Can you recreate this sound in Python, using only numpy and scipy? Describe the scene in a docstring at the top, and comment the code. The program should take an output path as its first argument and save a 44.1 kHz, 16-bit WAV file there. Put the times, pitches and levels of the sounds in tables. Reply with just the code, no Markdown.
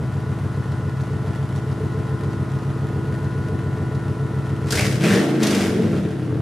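"""A V8 pickup, revved once

A truck with an open exhaust idles with a lope (an uneven beat) in a driveway, is revved once, spits
as it coasts and winds down. Uneven firings ring the pipe; at speed they merge into a drone and drive
rushes of rasping gas. Belt pulleys whine, the engine bay hisses and ticks, shoes and a door latch tap
lightly, and the house and the concrete throw it all back."""
import sys
import numpy as np
from scipy import signal
from scipy.fft import rfft, irfft, next_fast_len
from scipy.io import wavfile
from scipy.ndimage import uniform_filter1d

SR = 44100
rng = np.random.default_rng(int(sys.argv[2]) if len(sys.argv) > 2 else 0)


def store_pcm(level_fs):
    """Save levels as 16-bit WAV."""
    pcm = np.round(np.clip(level_fs, -1, 1) * 32767).astype(np.int16)
    wavfile.write(sys.argv[1], SR, np.atleast_2d(pcm).T)


N = 282681

# Engine speed, with eight firings in two turns of the crank: (time [s], firing rate [Hz])
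FIRING_RATE = [(0, 57.04), (1.5, 57.13), (2.7, 56.74), (3.2, 57), (4.69, 56.93), (4.85, 94), (5.0, 125),
               (5.17, 196), (5.24, 216), (5.37, 223), (5.6, 192), (6.0, 147), (6.41, 110)]
# The cylinders in firing order: (strength at idle [dB], lateness at idle [crank degrees],
# strength at speed [dB], lateness at speed [crank degrees])
CYLINDERS = [(2, -45.5, -1, 7), (0.5, 16.5, 2.5, 30.5), (4.5, -6, -11.5, 17.5), (4, -35, 0, -6.5),
             (2.05, -45, 0.5, 17), (1.1, -45, -3, 11), (6, -11, 0, -3), (3.5, -12, 0.5, 34)]
# The gas pedal: (time [s], how far down [0-1])
PEDAL = [(5.21, 1), (5.27, 0.4)]
# Pulses are hard under load and soft once the throttle closes: (time [s], hardness [0-1])
HARDNESS = [(4.69, 0), (4.78, 0.3), (5.0, 0.3), (5.15, 0.54), (5.45, 0.5), (5.8, 0.17), (6.1, 0.08),
            (6.41, 0.23)]
# Ragged burning as the engine coasts down: (time [s], raggedness [0-1])
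RAGGEDNESS = [(5.5, 0), (5.78, 1)]
# Tone of the soft and of the hard pulses: (frequency [Hz], gain [dB])
SOFT_PULSE = [(25, -60), (45, 1.5), (56, -19), (80, -1), (115, -1.15), (150, -13.5), (260, -9.5),
              (450, -16.5), (600, -21.5), (900, -34), (1500, -31.5), (4000, -78)]
HARD_PULSE = [(45, -60), (65, -37), (90, -29), (115, 1.5), (140, -10.5), (190, 5), (260, -19), (310, -4.5),
              (450, -4.5), (600, -20), (900, -18), (1500, -19), (4000, -79)]
# Resonances, the pitches at which the pipe rings: (frequency [Hz], width [Hz], boost [dB])
PIPE_RESONANCES = [(96.3, 8.3, 10.5), (136.33, 19.9, 31.5), (196.5, 73.5, 13), (329.7, 74, 6),
                   (435.7, 43.3, 15)]
# Loudness of the exhaust note: (time [s], level [dB])
EXHAUST_LEVEL = [(0, -23), (4.72, -22.5), (4.8, -26), (4.97, -27.5), (5.14, -20.5), (5.26, -25),
                 (5.42, -24.5), (5.65, -23.5), (5.85, -20.5), (6.0, -22.5), (6.14, -27.5), (6.41, -24.5)]
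# Gaps in the idle's beat: (place in the firing order [firings], depth [dB])
LOPE_GAPS = [(3.9, -2), (4.6, -2.5), (7.05, -5)]
# Slow swell of the exhaust's middle pitches: (time [s], boost [dB])
MIDRANGE_BOOST = [(0, -2), (1.5, 0), (2.6, 5), (3.5, 2), (4.7, 4)]
# Overtones of the eight-firing cycle, relative to the exhaust note:
# (multiple of the cycle rate, level with pedal down [dB], level coasting [dB])
OVERTONES = [(5, -17, -15), (6, -22, -14), (9, -12, -11), (10, -11, -14), (11, -12, -9.5), (13, -13, -16),
             (16, -18, -14), (19, -17, -26)]
# Resonances of the hot pipe that they glide through: (frequency [Hz], width [Hz], boost [dB])
HOT_PIPE_RESONANCES = [(127, 66, 6), (181, 100, 7), (325, 55, 5), (462, 57, 13)]
# The clean tone at the firing rate: (time [s], level [dB])
FIRING_TONE = [(4.78, -23), (4.9, -32), (5.03, -25), (5.17, -26.5), (5.28, -42), (5.34, -44), (5.42, -20.5),
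               (5.6, -32.5), (5.9, -31.5), (6.1, -46), (6.3, -29)]
# Three pipe resonances that roar above idle: (frequency [Hz], width [Hz])
ROAR_RESONANCES = [(325, 136), (445, 70), (600, 200)]
# Their loudness: (time [s], lower [dB], middle [dB], upper [dB])
ROAR_LEVELS = [(4.83, -36.5, -33, -34), (4.98, -35, -44, -48), (5.08, -28, -35, -35),
               (5.14, -26, -22.5, -31), (5.2, -27, -28, -29.5), (5.31, -28, -26, -31.5),
               (5.39, -26.5, -34, -38.5), (5.6, -31, -34, -34), (5.86, -30, -34, -44), (6.0, -41, -48, -52),
               (6.2, -32, -47, -55), (6.41, -30, -35, -44)]
# Rushes of gas as the throttle cracks open, at two stabs and twice while coasting:
# (start [s], length [s], rasp level [dB], hiss level [dB])
RUSHES = [(4.647, 0.056, -37, -39), (4.714, 0.097, -26.5, -29), (4.991, 0.16, -24, -31.5),
          (5.382, 0.24, -27.5, -34), (5.792, 0.19, -42, -51)]
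# Tone of the gas's low rasp and of its bright hiss: (frequency [Hz], gain [dB])
RASP_TONE = [(50, -35), (150, -3), (400, 1.5), (600, 0), (1000, -8.5), (1400, -5), (2000, -4.5),
             (2800, -9.5), (3400, -10.5), (4000, -16), (8000, -42)]
HISS_TONE = [(60, 9), (300, -5), (1500, -4), (3000, 1), (5000, 6), (7000, 1), (10000, -2.5), (12500, -9.5),
             (15000, -18.5)]
# Sharp spits of gas: (time [s], relative level [dB])
SPITS = [(4.7065, -14.5), (4.722, -12.5), (4.7564, -17), (4.8595, -27.5), (5.0374, -24), (5.11, -31),
         (5.431, -13.5), (5.469, -14), (5.508, -19), (5.5478, -18)]
# Dull pops while coasting: (time [s], pitch [Hz], peak level [dB])
POPS = [(5.745, 372, -21), (5.785, 440, -23.5), (5.79, 114.4, -21), (5.835, 304.4, -26), (5.885, 500, -33),
        (6.065, 433, -23.5), (6.101, 339.7, -28)]
# Air whistling past the throttle: (start [s], length [s], from [Hz], to [Hz], level [dB])
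WHISTLES = [(4.72, 0.025, 1480, 1600, -28), (4.767, 0.033, 1750, 2500, -27), (4.785, 0.07, 1950, 2050, -34),
            (5.033, 0.025, 2250, 2600, -30), (5.09, 0.085, 1600, 1900, -28.5)]
# Tone of the fan and belt hiss: (frequency [Hz], gain [dB])
BAY_TONE = [(350, -20.5), (600, -3), (633, -1), (936, -7.5), (1010, -7.5), (1180, -11.5), (1400, -7.5),
            (1630, -11.5), (1860, -10), (2280, -18.5), (2470, -17), (7860, -29.5), (10200, -29.5),
            (15000, -46.5)]
# Tones of the alternator: (multiple of its shaft speed, level [dB])
ALTERNATOR_TONES = [(12, -52.5), (13, -69), (14, -82), (15, -83), (16, -55.5), (17, -61), (18, -57),
                    (19, -55), (21, -58), (22, -56.5), (24, -53.5), (25, -59), (26, -52), (28, -50.5),
                    (35, -61.5), (36, -72), (38, -60.5), (39, -64.5), (42, -69)]
# The pulley's tone and a side tone each way from its wobble: (offset [firing rates], gain [dB])
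PULLEY_TONES = [(-0.937, -14), (0, -0.7), (0.937, -9)]
# A belt squeal and the alternator's 20th tone, each swelling and fading near 1 kHz:
# (squeal pitch [firing rates], alternator pitch [firing rates])
SWELLING_RATIOS = (18.38, 18.214)
# Loudness of these tones: (time [s], pulley [dB], belt squeal [dB], alternator's 20th tone [dB])
WHINE_LEVELS = [(0, -51, -60, -60), (0.45, -51, -51, -58), (0.8, -50, -52, -58), (1.3, -50, -62, -57),
                (2.0, -50, -68, -51), (2.7, -49, -68, -49.5), (3.3, -47, -68, -62), (4.65, -46, -68, -62)]
# Taps of shoes and the door latch: (time [s], relative level [dB], ring pitch [Hz], decay [s])
TAPS = [(0.717, -52, 4500, 0.022), (1.0171, -49, 7000, 0.0067), (1.561, -45, 3300, 0.016),
        (1.7156, -51, 5000, 0.012), (2.3044, -52, 5170, 0.0114), (3.2447, -48, 4000, 0.01),
        (3.8269, -51, 3300, 0.0068), (3.9486, -48, 4000, 0.0083)]


def firings(count, revved, idle_scatter_db=.7, fast_scatter_db=2, ragged_scatter_db=1.5):
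    """One pulse a firing. Each cylinder has its own strength and timing, and burns unevenly at speed."""
    number = np.arange(int(count[-1]) + 1)
    idle_db, idle_deg, fast_db, fast_deg = np.array(CYLINDERS)[number % 8].T
    fast = np.interp(number, count, revved)
    ragged = np.interp(number, count, curve(RAGGEDNESS))
    timing_luck, strength_luck = rng.standard_normal((len(number), 2)).T
    idle_db = idle_db + idle_scatter_db * strength_luck
    fast_db = fast_db + (fast_scatter_db + ragged * ragged_scatter_db) * strength_luck
    lateness = blend(idle_deg, fast_deg, fast) / 90  # firings are 90 crank degrees apart
    at = np.interp(number + lateness, count, np.arange(N))
    jitter_s = (.00012 + ragged * .0002) * timing_luck
    return clicks(at + SR * jitter_s, gain(blend(idle_db, fast_db, fast)))


def exhaust(pulses, revved, hardness, puff_s=.004, fast_ring=.3):
    """Each pulse and its swirling wake ring the pipe. 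At speed, pulses harden and flow damps the ring."""
    puffs = fade(pulses, puff_s) * rng.standard_normal(N)
    wake = colour(puffs, [(120, -12), (250, 2), (500, 6), (900, 7)])
    drive = blend(.02, .018, hardness) * wake - pulses
    drive = pipe_bends(drive + .45 * delay(drive, .0302))  # with a slap from the garage wall
    damped = [(hz, width, fast_ring * db) for hz, width, db in PIPE_RESONANCES]
    idling = level_out(colour(drive, SOFT_PULSE, PIPE_RESONANCES))
    coasting = level_out(colour(drive, SOFT_PULSE, damped))
    pulling = level_out(colour(drive, HARD_PULSE, damped))
    at_speed = level_out(blend(coasting, pulling, hardness))
    return level_out(blend(idling, at_speed, revved))


def pipe_bends(x, centres_hz=(255, 330), width_hz=45):
    """The bends of the pipe hold back the middle pitches of each pulse and smear it."""
    for hz in centres_hz:
        x = x - 2 * ring(x, hz, width_hz)
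    return x


def lope(count, revved, gap_firings=.35):
    """A gain that makes the idle sag briefly between its groups of beats."""
    db = 0
    for place, depth_db in LOPE_GAPS:
        distance = (count - place + 4) % 8 - 4  # firings from the nearest repeat of this gap
        db = db + depth_db * np.exp(-.5 * (distance / gap_firings) ** 2)
    return gain((1 - revved) * db)


def chug(note, count, revved, rest_gain=.6, bark_gain=1.6, sharpness=2.5, at_firing=.6):
    """At idle the top pipe resonance barks once every eight firings, and the midrange slowly swells."""
    beat = np.exp(sharpness * (np.cos(2 * np.pi * (count - at_firing) / 8) - 1))
    bark = blend(rest_gain, bark_gain, beat)
    note = note + (1 - revved) * (bark - 1) * ring(note, hz=435, width_hz=80)
    return note + (gain(curve(MIDRANGE_BOOST)) - 1) * ring(note, hz=350, width_hz=220)


def tailpipe(note, revved, thin_hz=72):
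    """The note leaves the pipe at its set loudness; at speed its deep thud thins out."""
    thin = signal.sosfiltfilt(signal.butter(4, thin_hz, "high", fs=SR, output="sos"), note)
    return level_out(blend(note, thin, revved)) * gain(curve(EXHAUST_LEVEL))


def drone(count, rate_hz, revved, wobble_rad=.25, waver_db=2.5, ragged_db=-7):
    """At speed the firings merge into clean tones that swell as they pass the hot pipe's resonances."""
    pedal = curve(PEDAL)
    overtones = 0
    for multiple, pulling_db, coasting_db in OVERTONES:
        ring_db = resonance_db(multiple * rate_hz / 8, HOT_PIPE_RESONANCES)
        db = blend(coasting_db, pulling_db, pedal) + ring_db + waver_db * wander(25)
        phase = 2 * np.pi * (multiple * count / 8 + rng.random()) + wobble_rad * wander(40)
        overtones = overtones + gain(db) * np.sin(phase)
    overtones = overtones * gain(curve(EXHAUST_LEVEL) + ragged_db * curve(RAGGEDNESS))
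    firing_tone = gain(curve(FIRING_TONE)) * np.sin(2 * np.pi * count + wobble_rad * wander(40))
    return np.sqrt(2) * revved * (overtones - firing_tone)


def roar(pulses, revved, puff_s=.003, turbulence=.06):
    """Above idle, each firing and its swirling puff hammer the middle resonances of the pipe."""
    drive = pulses + turbulence * fade(pulses, puff_s) * rng.standard_normal(N)
    out = 0
    for column, (hz, width_hz) in enumerate(ROAR_RESONANCES, 1):
        ringing = ring(ring(drive, hz, width_hz), hz, width_hz)
        out = out + level_out(ringing) * gain(curve(ROAR_LEVELS, column))
    return revved * out


def gas_jet(pulses, rate_hz, revved, puff_s=.004, steady=1.15, flutter_db=.9, attack_s=.059):
    """Gas rasps and hisses in puffs, one a firing: short rushes over a flow that grows with speed."""
    puffs = fade(pulses, puff_s)
    puffs = puffs / np.sqrt(uniform_filter1d(puffs ** 2, SR // 10) + 1e-9)
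    throb = (steady + puffs) * gain(flutter_db * wander(90))
    flow = revved * gain(8 * np.log2(rate_hz / 160))  # 8 dB louder for each doubling of speed
    rasp_level, hiss_level = flow * gain(-46), flow * gain(-75)
    for start_s, length_s, rasp_db, hiss_db in RUSHES:
        rasp_rush = gain(rasp_db) * swell(start_s, length_s, attack_s, fall_db_per_s=72)
        hiss_rush = gain(hiss_db) * swell(start_s, length_s, attack_s, fall_db_per_s=90)
        rasp_level = np.hypot(rasp_level, rasp_rush)  # noises add by power
        hiss_level = np.hypot(hiss_level, hiss_rush)
    rasp = unit(colour(throb * stereo_noise(side=.12), RASP_TONE))
    hiss = unit(colour(throb * stereo_noise(side=.11), HISS_TONE))
    return rasp_level * rasp + hiss_level * hiss


def spits(decay_s=.011, gain_db=-8):
    """Short cracks as the throttle snaps open and as fuel lights in the pipe."""
    times_s, db = np.transpose(SPITS)
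    bursts = fade(clicks(times_s * SR, gain(db + gain_db)), decay_s)
    return bursts * unit(colour(stereo_noise(side=.3), HISS_TONE))


def pops(attack_s=.011, hold_s=.014, fall_db_per_s=330):
    """Dull pops as the engine coasts, each briefly ringing the pipe."""
    t = np.arange(N) / SR
    out = 0
    for start_s, hz, db in POPS:
        level = gain(db) * swell(start_s, hold_s, attack_s, fall_db_per_s)
        out = out + level * np.sin(2 * np.pi * (hz * t + rng.random()))
    return out


def throttle_whistles(breath_hz=210):
    """Breathy whistles that rise as the throttle plate opens."""
    out = 0
    for start_s, length_s, from_hz, to_hz, db in WHISTLES:
        hz = curve([(start_s, from_hz), (start_s + length_s, to_hz)])
        breath = signal.sosfilt(signal.butter(2, breath_hz, fs=SR, output="sos"), stereo_noise(side=.13))
        level = gain(db) * swell(start_s, length_s, attack_s=.008, fall_db_per_s=337)
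        out = out + level * unit(breath * np.sin(2 * np.pi * np.cumsum(hz) / SR))
    return out


def engine_bay(count, revved, idle_db=-41, revved_change_db=-2, tick_depth=.26, tick_scatter_db=8):
    """Fan and belt hiss with the uneven ticking of the valves, two ticks a firing."""
    at = np.interp(np.arange(1, count[-1], .5), count, np.arange(N))
    strengths = gain(tick_scatter_db * np.minimum(rng.standard_normal(len(at)), 2))
    ticks = fade(clicks(at, strengths), decay_s=.0048)
    hiss = colour(stereo_noise(side=.1) * (1 + tick_depth * ticks), BAY_TONE)
    return unit(hiss) * gain(idle_db + revved_change_db * revved)


def belt_whine(count, revved, alternator_ratio=.9107, pulley_ratio=17.645, waver_db=1.5, wobble_rad=.26):
    """Alternator, pulley and belt tones follow the crank's speed, and fade out as the engine revs."""
    tones = [(multiple * alternator_ratio, db) for multiple, db in ALTERNATOR_TONES]
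    tones += [(pulley_ratio + offset, curve(WHINE_LEVELS) + db) for offset, db in PULLEY_TONES]
    tones += [(ratio, curve(WHINE_LEVELS, column)) for column, ratio in enumerate(SWELLING_RATIOS, 2)]
    out = 0
    for ratio, db in tones:
        phase = 2 * np.pi * (ratio * count + rng.random()) + wobble_rad * wander(25.2)
        out = out + gain(db + waver_db * wander(1.67)) * np.sin(phase)
    return np.sqrt(2) * out * (1 - revved)


def taps(gain_db=-11, width_hz=800, ring_db=9, attack_s=.005, grain_db=3):
    """Shoes and the door latch make small grainy scuffs and clicks, each with its own ring."""
    grit = stereo_noise(side=.3) * gain(grain_db * wander(250))
    out = 0
    for time_s, db, hz, decay_s in TAPS:
        fall_db_per_s = 20 / np.log(10) / decay_s
        level = gain(db + gain_db) * swell(time_s - attack_s, attack_s, attack_s, fall_db_per_s)
        out = out + level * unit(grit + gain(ring_db) * ring(grit, hz, width_hz))
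    return colour(out, [(800, 2), (2500, 8), (6000, 16.5), (14000, 0)])


def side_echo(x, lag_s=.009, echo_db=-21):
    """The boom also comes back from the side, pushing the two ears in opposite directions."""
    boom = ring(x.mean(axis=0), hz=100, width_hz=150)
    return x + gain(echo_db) * delay(boom, lag_s) * np.array([[1], [-1]])


def driveway(x, fall_60_db_s=.62, gain_db=-18):
    """Add scattered echoes from house, truck body and concrete, different in each ear."""
    t = np.arange(SR // 2) / SR
    tail = rng.standard_normal((2, len(t))) * gain(-60 * t / fall_60_db_s) * (t > .003)
    tail /= np.sqrt(np.sum(tail ** 2, axis=1, keepdims=True))
    echo = signal.fftconvolve(x.mean(axis=0)[None], tail, axes=1)[:, :N]
    return x + gain(gain_db) * colour(echo, [(120, -9), (300, 4.5), (900, 9.5), (3000, 10), (12000, 14)])


def gain(db):
    """Turn decibels into a number to multiply by."""
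    return 10 ** (np.asarray(db) / 20)


def blend(a, b, amount):
    """Slide from a to b as the amount goes from 0 to 1."""
    return (1 - amount) * a + amount * b


def curve(table, column=1):
    """Join the points of a timed table with straight lines, one value a sample."""
    rows = np.array(table)
    return np.interp(np.arange(N) / SR, rows[:, 0], rows[:, column])


def swell(start_s, length_s, attack_s, fall_db_per_s):
    """Rise, hold until the length is over, then die away."""
    age = np.arange(N) / SR - start_s
    return np.clip(age / attack_s, 0, 1) * gain(-fall_db_per_s * np.maximum(age - length_s, 0))


def unit(x):
    """Scale to an average (rms) level of 1."""
    return x / np.sqrt(np.mean(x ** 2))


def level_out(x):
    """Hold the level near 1, averaged over about one idle cycle."""
    power = uniform_filter1d(x ** 2, int(.14 * SR))
    return x / np.sqrt(uniform_filter1d(power, int(.07 * SR)))


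def ring(x, hz, width_hz):
    """One resonance: keep what lies near its pitch."""
    return signal.lfilter(*signal.iirpeak(hz, hz / width_hz, fs=SR), x)


def resonance_db(hz, resonances):
    """The boost that a set of resonances gives at each frequency."""
    return sum(db / (1 + (2 * (hz - centre) / width) ** 2) for centre, width, db in resonances)


def colour(x, outline, resonances=()):
    """Shape the tone by an outline of (frequency [Hz], gain [dB]) with resonances on top."""
    size = next_fast_len(N + SR // 2, real=True) // 2 * 2
    hz = np.fft.rfftfreq(size, 1 / SR) + 1
    outline_hz, outline_db = np.transpose(outline)
    db = np.interp(np.log(hz), np.log(outline_hz), outline_db) + resonance_db(hz, resonances)
    # Fold the filter so that it rings only after each pulse (minimum phase).
    cepstrum = irfft(np.log(gain(db)))
    cepstrum[1:size // 2] *= 2
    cepstrum[size // 2 + 1:] = 0
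    return irfft(rfft(x, size) * np.exp(rfft(cepstrum)))[..., :N]


def wander(rate_hz):
    """Smooth random drift with a spread of 1."""
    step = int(SR / rate_hz)
    stairs = np.repeat(rng.standard_normal(N // step + 1), step)
    return unit(uniform_filter1d(uniform_filter1d(stairs, step), step)[:N])


def clicks(at, size):
    """Clicks at sample positions, each shared between its two nearest samples."""
    at = np.clip(at, 0, N - 2)
    i = at.astype(int)
    return np.bincount(i, size * (1 - at + i), N) + np.bincount(i + 1, size * (at - i), N)


def fade(x, decay_s):
    """Give each click a dying tail."""
    return signal.lfilter([1], [1, -np.exp(-1 / (decay_s * SR))], x)


def delay(x, lag_s):
    """The same sound, later."""
    return np.pad(x, (int(lag_s * SR), 0))[:N]


def stereo_noise(side):
    """White noise, mostly alike in both ears."""
    middle, wide = rng.standard_normal((2, N))
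    return middle + side * wide * np.array([[1], [-1]])


def scene():
    """The truck idles and revs in the driveway, with light taps beside it."""
    rate_hz = curve(FIRING_RATE)
    count = .46 + np.cumsum(rate_hz) / SR  # firings so far
    revved = np.clip((rate_hz - 57.2) / 32, 0, 1)  # 0 at idle, 1 at speed
    pulses = firings(count, revved)
    note = exhaust(pulses, revved, curve(HARDNESS)) * lope(count, revved)
    pipe = tailpipe(chug(note, count, revved), revved) + drone(count, rate_hz, revved)
    bay = engine_bay(count, revved) + belt_whine(count, revved)
    rev = roar(pulses, revved) + gas_jet(pulses, rate_hz, revved) + throttle_whistles()
    truck = pipe + bay + rev + spits() + pops()
    return driveway(side_echo(truck) + taps()) * gain([[.3], [-.3]])  # a touch louder on the left


def record(dry):
    """Cut the deep rumble below 46 Hz and the treble above 15.4 kHz."""
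    dry = signal.sosfiltfilt(signal.butter(4, 46, "high", fs=SR, output="sos"), dry)
    return signal.sosfilt(signal.ellip(8, .2, 70, 15400, fs=SR, output="sos"), dry)


dry = scene()
out = record(dry)
store_pcm(out)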